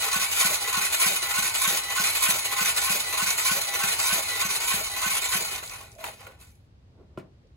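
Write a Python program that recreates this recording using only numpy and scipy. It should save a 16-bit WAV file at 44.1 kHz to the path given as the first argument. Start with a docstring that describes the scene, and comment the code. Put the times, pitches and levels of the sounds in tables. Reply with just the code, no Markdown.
"""Outdoors in a yard, an electric starter cranks a portable generator's petrol engine for a compression test.
It never fires: the pinion rattles on the flywheel teeth in repeating bursts over a gliding motor whine.
The frame thumps twice in each engine cycle, with short groans and hollow gulps of air.
The starter lets go, the engine coasts and rocks back with a clack; the gauge is put down on the tank.
Noise rings steel modes and gives the rasp; damped sines make the knocks, over low background noise."""
import sys
import numpy as np
from scipy import signal
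from scipy.fft import rfft, irfft, next_fast_len
from scipy.io import wavfile
from scipy.ndimage import map_coordinates

SR = 44100
rng = np.random.default_rng(int(sys.argv[2]) if len(sys.argv) > 2 else 0)


def wrap_up_sound(samples):
    """Save the sound to the file named by the first command line argument, as 16-bit audio."""
    columns = np.atleast_2d(samples).T
    # keep every value between -1 and 1, then stretch to whole-number steps
    tamed = np.clip(columns, -1, 1)
    steps = np.round(tamed * 32767).astype(np.int16)
    wavfile.write(sys.argv[1], SR, steps)


N = 333396
TIME = np.arange(N) / SR

# timing of the engine cycles, and when the starter lets go
CYCLE_S, FIRST_S, CYCLE_COUNT = .6128, .157, 9
LET_GO_S, LET_GO_T60_S = 5.565, .19
# rise and decay of the rattle bursts, driven and coasting
RATTLE_ATTACK_S, RATTLE_T60_S = .004, .057
COAST_ATTACK_S, COAST_T60_S = .025, .41
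CASING_DB_PER_S = .43  # the casing booms more as the cranking goes on
# the ring gear's high modes
TOOTH_MODE_COUNT, CONTACT_COUNT, TOOTH_T60_S = 260, 14, .06
TOOTH_RING = .6  # share of the rasp's power that rings
GROAN_SCATTER_DB, GROAN_DRIFT = 2, .013  # drift is a share of the pitch
TICK_T60_S = .03
TOP_HZ, TOP_EDGE_HZ = 15900, 400  # upper band limit and the width of its slope

# outdoor rumble: start_s, level_db
RUMBLE_LEVEL = [(0, -73), (4.2, -78), (4.7, -57), (5.8, -59), (6.1, -69.5), (7.56, -67)]
# tone of the yard background: freq_hz, level_db
YARD_COLOUR = [(25, -28), (55, -5), (95, -3), (140, -12), (280, -22), (600, -32), (1500, -42), (4500, -46),
               (8000, -57), (15000, -70)]
# diffuse answer of the surroundings: freq_hz, t60_s
WALL_DECAY = [(150, 0.39), (1500, 0.19), (12000, 0.13)]
# phase between the two microphone ports: freq_hz, left_lead_rad
PORT_PHASE = [(1200, 0), (3700, -2.2), (5700, -3.6), (6500, -6), (8000, -8.7), (8650, -9.42),
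              (10900, -12.57), (13400, -15.7), (15600, -18.8)]
# the hand shifts the gauge over the tank: start_s, level_db
RUB_LEVEL = [(6.85, -79), (6.97, -61), (7.01, -51.5), (7.08, -68), (7.16, -62), (7.25, -55), (7.33, -78)]
# tone of that rubbing: freq_hz, level_db
RUB_COLOUR = [(70, -18), (150, 3), (400, -1), (900, -13), (2000, -30), (6000, -55)]
# the gauge lands and settles: start_s, level_db, tilt_db_per_octave
GAUGE_KNOCKS = [(7.175, -30, 2.5), (7.184, -47, -4.5), (7.195, -36.5, -9), (7.229, -59, 4.5)]
# resonances of the hollow tank: pitch_hz, level_db, t60_s
TANK_MODES = [(139.4, -3, 0.087), (230, -6.5, 0.085), (355, -0.5, 0.048), (610, -7, 0.045),
              (1010, -11, 0.03), (1380, -15, 0.034)]
# contact noise on the tank: freq_hz, level_db
TANK_COLOUR = [(70, -18), (150, 3.5), (380, -2), (650, -12), (1300, -19), (2200, -18), (5000, -31),
               (15000, -43)]
# loose metal parts tick in the stopping engine and the gauge: start_s, level_db, pitch_hz
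METAL_TICKS = [(5.561, -29, 6530), (5.676, -37, 5070), (5.696, -34, 5100), (5.917, -47, 6000),
               (5.927, -53, 6500), (5.951, -50, 6000), (7.174, -47, 1980), (7.178, -61, 6600),
               (7.186, -55, 8000), (7.471, -69, 4960)]
# scrapes as the engine rocks back and the hand leaves the gauge:
# centre_s, half_length_s, pitch_hz, glide_hz_per_s, level_db
SCRAPE_EVENTS = [(6.014, 0.03, 656, 700, -47.5), (6.044, .008, 920, -0.5, -41), (6.283, 0.015, 504, 0, -52),
                 (7.459, .011, 491, 300.5, -62)]
# gear play closes as the engine slows and rocks back: start_s, level_db, t60_s
CLACK_EVENTS = [(5.628, -34, 0.053), (5.698, -43, 0.054), (5.985, -48, 0.054), (6.041, -25, 0.051),
                (6.066, -34, .05), (6.086, -36, 0.06), (6.213, -48, .05), (6.268, -37.5, 0.046),
                (6.311, -50.5, 0.037)]
# tone of the clacks: freq_hz, level_db
CLACK_COLOUR = [(150, -36), (450, -12), (930, -2), (1250, -6), (2800, -10), (5000, -24.5), (10000, -21),
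                (15000, -21)]
# the frame jolts as the piston turns: cycle_s, level_db
FRAME_JOLTS = [(.001, -29.5), (.29, -28.5)]
# resonances of the frame: pitch_hz, level_db, t60_s
FRAME_MODES = [(75, -20, 0.081), (144, -1, 0.033), (188.8, 2, 0.06), (255, -0.5, 0.021)]
# air gulps through the valves: cycle_s, half_length_s, pitch_hz, glide_hz_per_s, level_db
AIR_GULPS = [(0.359, 0.01, 610, -1500, -41.5), (0.53, 0.0083, 470, -500, -47)]
# whine of the starter motor, sagging and recovering with the load: cycle_s, pitch_hz
WHINE_PITCH = [(0, 2060), (.05, 2150), (.13, 2260), (.16, 2175), (.2, 2275), (.25, 2340), (.275, 2440),
               (.33, 2390), (.38, 2216), (.41, 2215), (.46, 1977), (.55, 1993), (.613, 2100)]
# lines of the whine: pitch_multiple, level_db
WHINE_LINES = [(.41, -49), (1, -42.5), (2, -42), (3, -47)]
# the gears groan as the starter strains against the piston: cycle_s, half_length_s, pitch_hz, level_db
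GROAN_STRAINS = [(.048, 0.0073, 1516, -35), (0.238, 0.0087, 1028, -34.5), (0.272, .008, 1253, -39),
                 (0.273, 0.012, 1078, -32), (.286, .011, 2766, -35), (0.288, 0.013, 1509, -31),
                 (0.523, 0.0059, 1020, -35), (0.585, 0.012, 1044, -33.5), (.605, 0.018, 1080, -36),
                 (0.607, .0094, 2760, -35.5), (.612, .012, 1505, -32)]
# how hard the starter drives the gears: start_s, level_db
STARTER_DRIVE = [(0.0, -0.5), (0.45, 2), (0.62, 1.0), (0.92, 0.0), (1.05, 1.5), (1.5, -0.5), (1.7, 2.5),
                 (1.87, -2.5), (2.05, 2), (2.3, 3.0), (2.5, -0.5), (2.85, 2), (3.05, -1), (3.25, 0.5),
                 (3.48, 2.5), (3.7, -0.5), (4.08, 1.5), (4.3, 0), (4.55, -3), (4.72, -1.5), (4.9, -3.5),
                 (5.08, 0), (5.3, -2), (5.5, -2.5)]
# rattles as the load on the crank changes: cycle_s, hold_s, casing_db, flywheel_db, rasp_db
LOAD_RATTLES = [(0.037, 0.032, -3.5, 2, 2), (0.07, 0.025, 0, -2, 1.0), (0.099, 0.015, -13.5, -5.5, -4.5),
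                (0.153, 0.026, 1, 1.5, 1.5), (0.186, 0.048, -15, -10.5, -4.5), (0.225, 0.03, -6, -3.5, 3),
                (0.254, 0.024, -11.5, 2.5, -1.5), (0.284, 0.033, 2.5, 0.5, 3),
                (0.319, 0.031, 3.5, -4.5, -3), (0.34, 0.028, 6.0, -3.5, -2),
                (0.385, 0.014, -9.5, -3.5, 0.5), (0.448, 0.024, 5, -3.5, -1.5),
                (0.479, 0.026, -2, -6, -8.5), (0.514, 0.03, 0, 0.5, -1), (0.566, 0.031, -5, 3, 0),
                (0.607, 0.027, 2.5, 3.0, 1.5)]
# steady meshing between the bursts, one level_db each for casing, flywheel and rasp
MESH_LEVEL_DB = [-3, -5.5, -5.5]
# single extra rattle bursts on top of the repeating ones: start_s, hold_s, level_db
EXTRA_RATTLES = [(0.018, 0.035, 1), (0.357, 0.02, 2.5), (0.398, 0.018, 5.5), (0.525, 0.014, 2.5),
                 (1.009, 0.018, 2.5), (1.138, 0.017, -1), (1.299, 0.013, 2.5), (1.542, 0.015, -3),
                 (1.755, 0.038, -0.5), (2.444, 0.01, 1), (2.676, 0.017, 2.5), (2.768, 0.018, 0),
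                 (2.812, 0.014, 1.5), (3.171, 0.015, 0), (4.018, 0.032, 0.0), (4.392, 0.028, 3),
                 (4.548, 0.023, -0.5), (4.629, 0.014, -2.5), (4.704, 0.017, 2.5), (4.861, 0.014, -12),
                 (5.08, 0.015, -5), (5.164, 0.016, 0.5), (5.239, 0.02, 1), (5.318, 0.029, 0.5)]
# loose gears as the engine coasts, rocks back and settles: start_s, hold_s, casing_db, flywheel_db, rasp_db
COAST_RATTLES = [(5.52, 0.035, -6, -7.5, -24), (5.6, 0.07, -5.5, -18.5, -12), (5.68, 0.054, -7, -8.5, -13),
                 (5.77, 0.039, -4.5, -12.5, -18.5), (5.89, 0.051, -14, -40, -29),
                 (5.975, 0.066, -9, -17.5, -22.5), (6.03, 0.029, 4, -10.5, -11.5),
                 (6.175, 0.054, -9.5, -14, -24), (6.255, 0.05, -6, -21, -31),
                 (6.385, 0.052, -20, -28.5, -24.5)]
# centres of casing, flywheel and tooth rasp: one freq_hz each
PART_CENTRE_HZ = [610, 1080, 6360]
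# scraping spectrum of the teeth before mixing: freq_hz, density_db_per_hz
RASP_COLOUR = [(90, -88.5), (300, -80), (600, -74), (1000, -68.5), (1650, -80), (2200, -69.5),
               (2900, -72.5), (4300, -76.5), (5600, -72.5), (7000, -70.5), (8500, -64), (10000, -69.5),
               (12000, -69), (15000, -77)]
# resonances of the engine casing: pitch_hz, width_hz, level_db, ear_phase_rad
CASING_MODES = [(400.5, 130, -53, 0.42), (486, 17, -64, 0.83), (560.5, 80, -58.5, 0.92), (665, 78, -51, 1)]
# resonances of flywheel and ring gear: pitch_hz, width_hz, level_db, ear_phase_rad
STEEL_MODES = [(808, 24, -49.5, 1), (1001.5, 34, -48, 0.16), (1081, 60, -41.5, 0.5),
               (1264.5, 27, -45.5, -1.4), (1334, 30, -48, -0.5), (1441, 23, -43.5, 0.5),
               (1506, 12, -48, 0.5), (1772, 50, -45, 1), (1894, 40, -42, 1), (2047, 97, -43.5, 0.5),
               (2224, 28, -42.5, 1.04), (2413, 50, -38.5, 2.5), (2490, 33, -41.5, 1.5),
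               (2607, 69, -48, 1.5), (2712, 52, -42, 2.5), (3003, 27, -41.5, 2.5), (3080, 30, -44.5, 2),
               (3400, 110, -44.5, 1.5), (3698, 76, -40, 1.43), (4025, 193, -40, 3.5), (4124, 86, -39, 1.1),
               (4520, 140, -44, -1), (4910, 700, -38.5, 1.32), (6080, 65, -40, 0.82), (6790, 280, -40, 0),
               (7100, 70, -43.5, 2), (7140, 82, -38.5, 2.5), (7930, 130, -38, 3.5)]


def amp(db):
    """Decibels to gain."""
    return 10 ** (np.asarray(db) / 20)


def unit(x):
    """Scale to rms 1."""
    return x / np.sqrt(np.mean(x ** 2) + 1e-20)


def along(points, hz):
    """Read (Hz, value) points on a log axis."""
    f, v = np.transpose(points)
    return np.interp(np.log(hz + 1), np.log(f), v)


def curves(rows, at=TIME):
    """Each column after the time, joined by straight lines."""
    s, *cols = np.transpose(rows)
    return np.array([np.interp(at, s, c) for c in cols])


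def wobble(rate):
    """A smooth random curve, rate knots a second."""
    return map_coordinates(rng.standard_normal(int(N * rate / SR) + 4), [TIME * rate])


def filtered(x, response):
    """x times a complex response of frequency."""
    size = next_fast_len(N + SR // 4)
    return irfft(rfft(x, size) * response(np.fft.rfftfreq(size, 1 / SR)), size)[..., :N]


def noise(colour, apart):
    """Coloured stereo noise of rms 1; apart is the size of what the ears do not share."""
    mid, side = rng.standard_normal((2, N))
    stereo = np.array([mid + apart * side, mid - apart * side])
    return unit(filtered(stereo, lambda hz: amp(along(colour, hz))))


def add(track, s, sound):
    """Mix a sound into a track at time s."""
    start = round(s * SR)
    track[start:start + len(sound)] += sound[:N - start]


def struck(modes, attack, scatter_db, tilt_db=0):
    """One blow on a body: damped modes of alternating sign, with optional random strengths and tilt."""
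    t = np.arange(SR // 3) / SR
    ring = 0
    for k, (hz, db, t60) in enumerate(modes):
        octaves = np.log2(hz / modes[0][0])
        level_db = db + scatter_db * rng.normal() + tilt_db * octaves
        ring = ring + (-1) ** k * amp(level_db - 60 * t / t60) * np.sin(2 * np.pi * hz * t)
    return ring * (1 - np.exp(-t / attack))


def hoot(hz, width_hz):
    """Narrow noise of rms 1 round a moving pitch, from two slow random curves on sine and cosine."""
    phase = 2 * np.pi * np.cumsum(hz) / SR
    return unit(wobble(width_hz) * np.sin(phase) + wobble(width_hz) * np.cos(phase))


def cycle_time():
    """Seconds into the current engine cycle."""
    return (TIME - FIRST_S) % CYCLE_S


def starter_on():
    """Fade that closes the whine, groans and gulps as the starter is switched off."""
    return np.interp(TIME, [5.45, 5.55], [1, 0])


def swell(s, length):
    """A smooth swell at the same point of every cycle while the starter drives; also time from its peak."""
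    away = (TIME - FIRST_S - s + CYCLE_S / 2) % CYCLE_S - CYCLE_S / 2
    level = np.exp(-.5 * (away / length) ** 2)
    return level * amp(curves(STARTER_DRIVE)[0]) * starter_on(), away


def ports(x):
    """Direct sound from the engine reaches one port before the other."""
    ears = np.array([[1], [-1]])
    return filtered(x, lambda hz: np.exp(.5j * np.interp(hz, *np.transpose(PORT_PHASE)) * ears))


def close_ports(x):
    """Long waves reach both ports alike: diffuse sound is nearly mono in the bass."""
    mid = x.mean(axis=0)
    side_colour = [(90, -19.5), (300, -7.0), (900, 2.0)]
    return mid + filtered(x - mid, lambda hz: amp(along(side_colour, hz)))


def yard():
    """Low outdoor noise with a rumble that sinks, then swells before the starter lets go."""
    rumble_colour = [(20, -21.5), (42, -3.0), (60, -11.0), (120, -45.0), (400, -110)]
    rumble = amp(curves(RUMBLE_LEVEL)[0]) * noise(rumble_colour, apart=.11)
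    background = amp(-51.5 + .25 * wobble(22)) * noise(YARD_COLOUR, apart=1)
    return rumble + close_ports(background)


def walls(x):
    """A short, dull, diffuse answer: decaying noise whose treble dies first."""
    hz, t, grains = signal.stft(rng.standard_normal((2, SR // 3)), SR, nperseg=256)
    decay = amp(-60 * t / along(WALL_DECAY, hz)[:, None])
    tail = signal.istft(grains * decay, SR)[1]
    answer = signal.fftconvolve(x, tail / np.linalg.norm(tail[0]), axes=1)[:, :N]
    answer = filtered(answer, lambda hz: amp(along([(4000, 5.0), (8000, -20.5)], hz)))
    return close_ports(answer)


def gauge():
    """The rubber-cased gauge slides dully, then knocks on the hollow tank with a puff of contact noise."""
    fade = np.interp(TIME, [6.75, 6.85, 7.33, 7.4], [0, 1, 1, 0])
    rub = amp(curves(RUB_LEVEL)[0]) * fade * noise(RUB_COLOUR, apart=.18)
    ring, contact = np.zeros(N), 0
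    for s, db, tilt_db in GAUGE_KNOCKS:
        add(ring, s, amp(db) * struck(TANK_MODES, attack=.00093, scatter_db=.9, tilt_db=tilt_db))
        contact = contact + amp(db - 10 - 60 * np.abs(TIME - s) / .11) * (TIME >= s)
    return rub + ring + contact * noise(TANK_COLOUR, apart=.26)


def ticks():
    """Small, bright contacts of loose metal parts: decaying band noise, independent in each ear."""
    out, t = np.zeros((2, N)), np.arange(SR // 16) / SR
    for s, db, hz in METAL_TICKS:
        band = signal.butter(2, [.75 * hz, 1.35 * hz], "band", fs=SR)
        for ear in out:
            grain = unit(signal.lfilter(*band, rng.standard_normal(len(t))))
            add(ear, s, amp(db - 60 * t / TICK_T60_S) * grain)
    return out


def scrapes():
    """Single soft, hollow scrapes after the cranking: swells of narrow noise with a moving pitch."""
    out = np.zeros(N)
    for s, length, hz, glide, db in SCRAPE_EVENTS:
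        away = TIME - s
        out += amp(db) * np.exp(-.5 * (away / length) ** 2) * hoot(hz + glide * away, width_hz=140)
    return out


def clacks():
    """Short, hard noise bursts as the gear play closes."""
    envelope = sum(amp(db - 60 * np.abs(TIME - s) / t60) * (TIME >= s) for s, db, t60 in CLACK_EVENTS)
    return envelope * noise(CLACK_COLOUR, apart=.93)


def thumps():
    """Two jolts in every cycle shake the frame on its mounts and ring its low modes."""
    out = np.zeros(N)
    for cycle in range(CYCLE_COUNT):
        for s, db in FRAME_JOLTS:
            blow = struck(FRAME_MODES, attack=.0022, scatter_db=0)
            add(out, FIRST_S + cycle * CYCLE_S + s, amp(db) * blow)
    return out


def gulps():
    """Short, hollow, falling gulps of air in every cycle, as gliding narrow noise."""
    out = np.zeros(N)
    for s, length, hz, glide, db in AIR_GULPS:
        level, away = swell(s, length)
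        out += amp(db) * level * hoot(hz + glide * away, width_hz=110)
    return out


def whine():
    """Gliding lines that follow the speed of the starter motor until it is switched off."""
    hz, = curves(WHINE_PITCH, cycle_time())
    phase = 2 * np.pi * np.cumsum(hz * (1 + .006 * wobble(9))) / SR
    phase = phase + .22 * wobble(160)
    lines = sum(amp(db + 2.9 * wobble(40)) * np.sin(multiple * phase) for multiple, db in WHINE_LINES)
    return ports(starter_on() * lines)


def groan():
    """Under peak load the mesh chatters at single resonances, almost a tone, never at quite the same pitch."""
    out = np.zeros(N)
    for s, length, hz, db in GROAN_STRAINS:
        phase = 2 * np.pi * np.cumsum(hz * (1 + GROAN_DRIFT * wobble(22))) / SR
        phase = phase + .16 * wobble(110)
        level = swell(s, length)[0] * amp(db + GROAN_SCATTER_DB * wobble(25))
        out += level * np.sin(phase)
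    return out


def bursts(rows, at, attack, t60):
    """Power of rattle bursts that rise, hold and die away, one row for each level column."""
    power = 0
    for s, hold, *part_db in rows:
        rise = np.clip((at - s) / attack, 0, 1)
        shape = rise * amp(-60 * np.maximum(at - s - hold, 0) / t60)
        power = power + np.outer(amp(part_db), shape) ** 2
    return power


def gear_load(flutter_db):
    """Casing, flywheel and rasp in dB: repeating bursts and single extra bursts, then the run-down."""
    rattles = 0
    # the second pass carries burst tails over into the next cycle
    for at in (cycle_time(), cycle_time() + CYCLE_S):
        rattles = rattles + bursts(LOAD_RATTLES, at, RATTLE_ATTACK_S, RATTLE_T60_S)
    drive_db = curves(STARTER_DRIVE)[0] - 60 * np.maximum(TIME - LET_GO_S, 0) / LET_GO_T60_S
    mesh = amp(MESH_LEVEL_DB)[:, None] ** 2
    extra = bursts(EXTRA_RATTLES, TIME, RATTLE_ATTACK_S, RATTLE_T60_S)
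    cranking = (rattles + mesh) * amp(drive_db) ** 2 + extra
    cranking[0] *= amp(CASING_DB_PER_S * (TIME - LET_GO_S / 2)) ** 2
    coasting = bursts(COAST_RATTLES, TIME, COAST_ATTACK_S, COAST_T60_S)
    return 10 * np.log10(cranking + coasting + 1e-12) + flutter_db * wobble(45)


def tooth_blows(rate, jitter, size_db, life, slide):
    """Force envelope of the teeth: loose, uneven blows that follow the starter's speed, over steady sliding."""
    speed = unit(curves(WHINE_PITCH, cycle_time())[0])
    passed = np.cumsum(rate * speed) / SR
    draws = rng.standard_normal((int(passed[-1]), 2))
    when = np.interp(np.arange(len(draws)) + jitter * draws[:, 0], passed, np.arange(N))
    blows = np.bincount(when.astype(int), amp(size_db * draws[:, 1]) ** 2, N)
    # each blow's power dies away with time constant life, in seconds
    power = signal.lfilter([1], [1, -np.exp(-1 / (life * SR))], blows)
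    return unit(np.sqrt(power / power.mean() + abs(slide)))


def share(part, hz):
    """How much of a frequency belongs to casing, flywheel or tooth rasp."""
    return np.interp(np.log(hz + 1), np.log(PART_CENTRE_HZ), np.eye(3)[part])


def tooth_rings(force):
    """The ring gear's many high modes; each point of contact round the wheel rings its own mix of them."""
    t = np.arange(SR // 8) / SR
    hz = np.linspace(1200, TOP_HZ, TOOTH_MODE_COUNT) + rng.uniform(-50, 50, TOOTH_MODE_COUNT)
    turns = np.outer(hz, t) + rng.random((len(hz), 1))
    modes = np.sin(2 * np.pi * turns) * amp(-60 * t / TOOTH_T60_S)
    place = cycle_time() / CYCLE_S * CONTACT_COUNT
    out = np.zeros(N)
    for contact in range(CONTACT_COUNT):
        ring = rng.laplace(size=len(hz)) @ modes
        touching = place.astype(int) == contact
        out += signal.oaconvolve(force * touching, ring / np.linalg.norm(ring))[:N]
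    return np.sqrt(TOOTH_RING) * out + np.sqrt(1 - TOOTH_RING) * force


def rasp(load_db, teeth, scattered):
    """The teeth scrape and ring, reaching one port before the other; some is scattered by the frame."""
    force = teeth * rng.standard_normal((3, N)) * np.sqrt(SR / 2)
    sound = 0
    for part in range(3):
        loaded = force * amp(load_db[part])
        sound = sound + filtered(loaded, lambda hz: share(part, hz) * amp(along(RASP_COLOUR, hz)))
    return ports(tooth_rings(sound[0])) + scattered * sound[1:]


def flywheel(load_db, teeth, swing_db):
    """The teeth ring the casing and steel as damped modes; each swells and sinks irregularly on its own."""
    out = np.zeros((2, N))
    ears = np.array([[1], [-1]])
    for hz, width, db, phase in [*CASING_MODES, *STEEL_MODES]:
        level_db = sum(share(part, hz) * load_db[part] for part in range(3)) + swing_db * wobble(18)
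        damping = np.pi * width / SR
        force = teeth * rng.standard_normal(N) * amp(db + level_db) * 2 * np.sqrt(damping)
        # a mode takes up only the force near its own pitch
        band = signal.butter(1, [.85 * hz, 1.18 * hz], "band", fs=SR)
        force = signal.lfilter(*band, force)
        ring = signal.lfilter([1], [1, -np.exp(2j * np.pi * hz / SR - damping)], force)
        out += np.real(ring * np.exp(.5j * phase * ears))
    return out


def scene():
    """Gears, frame and gauge in the yard; once the starter lets go, the teeth knock more slowly and loosely."""
    load_db = gear_load(flutter_db=1.01)
    # rate in blows per second, jitter in blow spacings
    driven = tooth_blows(rate=380, jitter=.5, size_db=2.5, life=.002, slide=.9)
    loose = tooth_blows(rate=150, jitter=.4, size_db=3, life=.003, slide=.7)
    teeth = np.where(TIME < LET_GO_S, driven, loose)
    gears = amp(-3) * flywheel(load_db, teeth, swing_db=2)
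    gears = gears + amp(-1.5) * rasp(load_db, teeth, scattered=.028)
    gears = gears + groan() + whine() + gulps() + scrapes()
    knocks = thumps() + clacks() + ticks() + gauge()
    direct = gears + knocks
    return direct + walls(amp(-13) * direct) + yard()


def record(dry):
    """The recorder thins the deepest bass and keeps nothing above its band limit."""
    bass_cut = [(20, -20.0), (32, -8.0), (42, 0)]

    def response(hz):
        """Bass cut times a straight slope at the band limit."""
        return amp(along(bass_cut, hz)) * np.clip((TOP_HZ - hz) / TOP_EDGE_HZ + .5, 0, 1)

    return filtered(dry, response)


dry = scene()
out = record(dry)
wrap_up_sound(out)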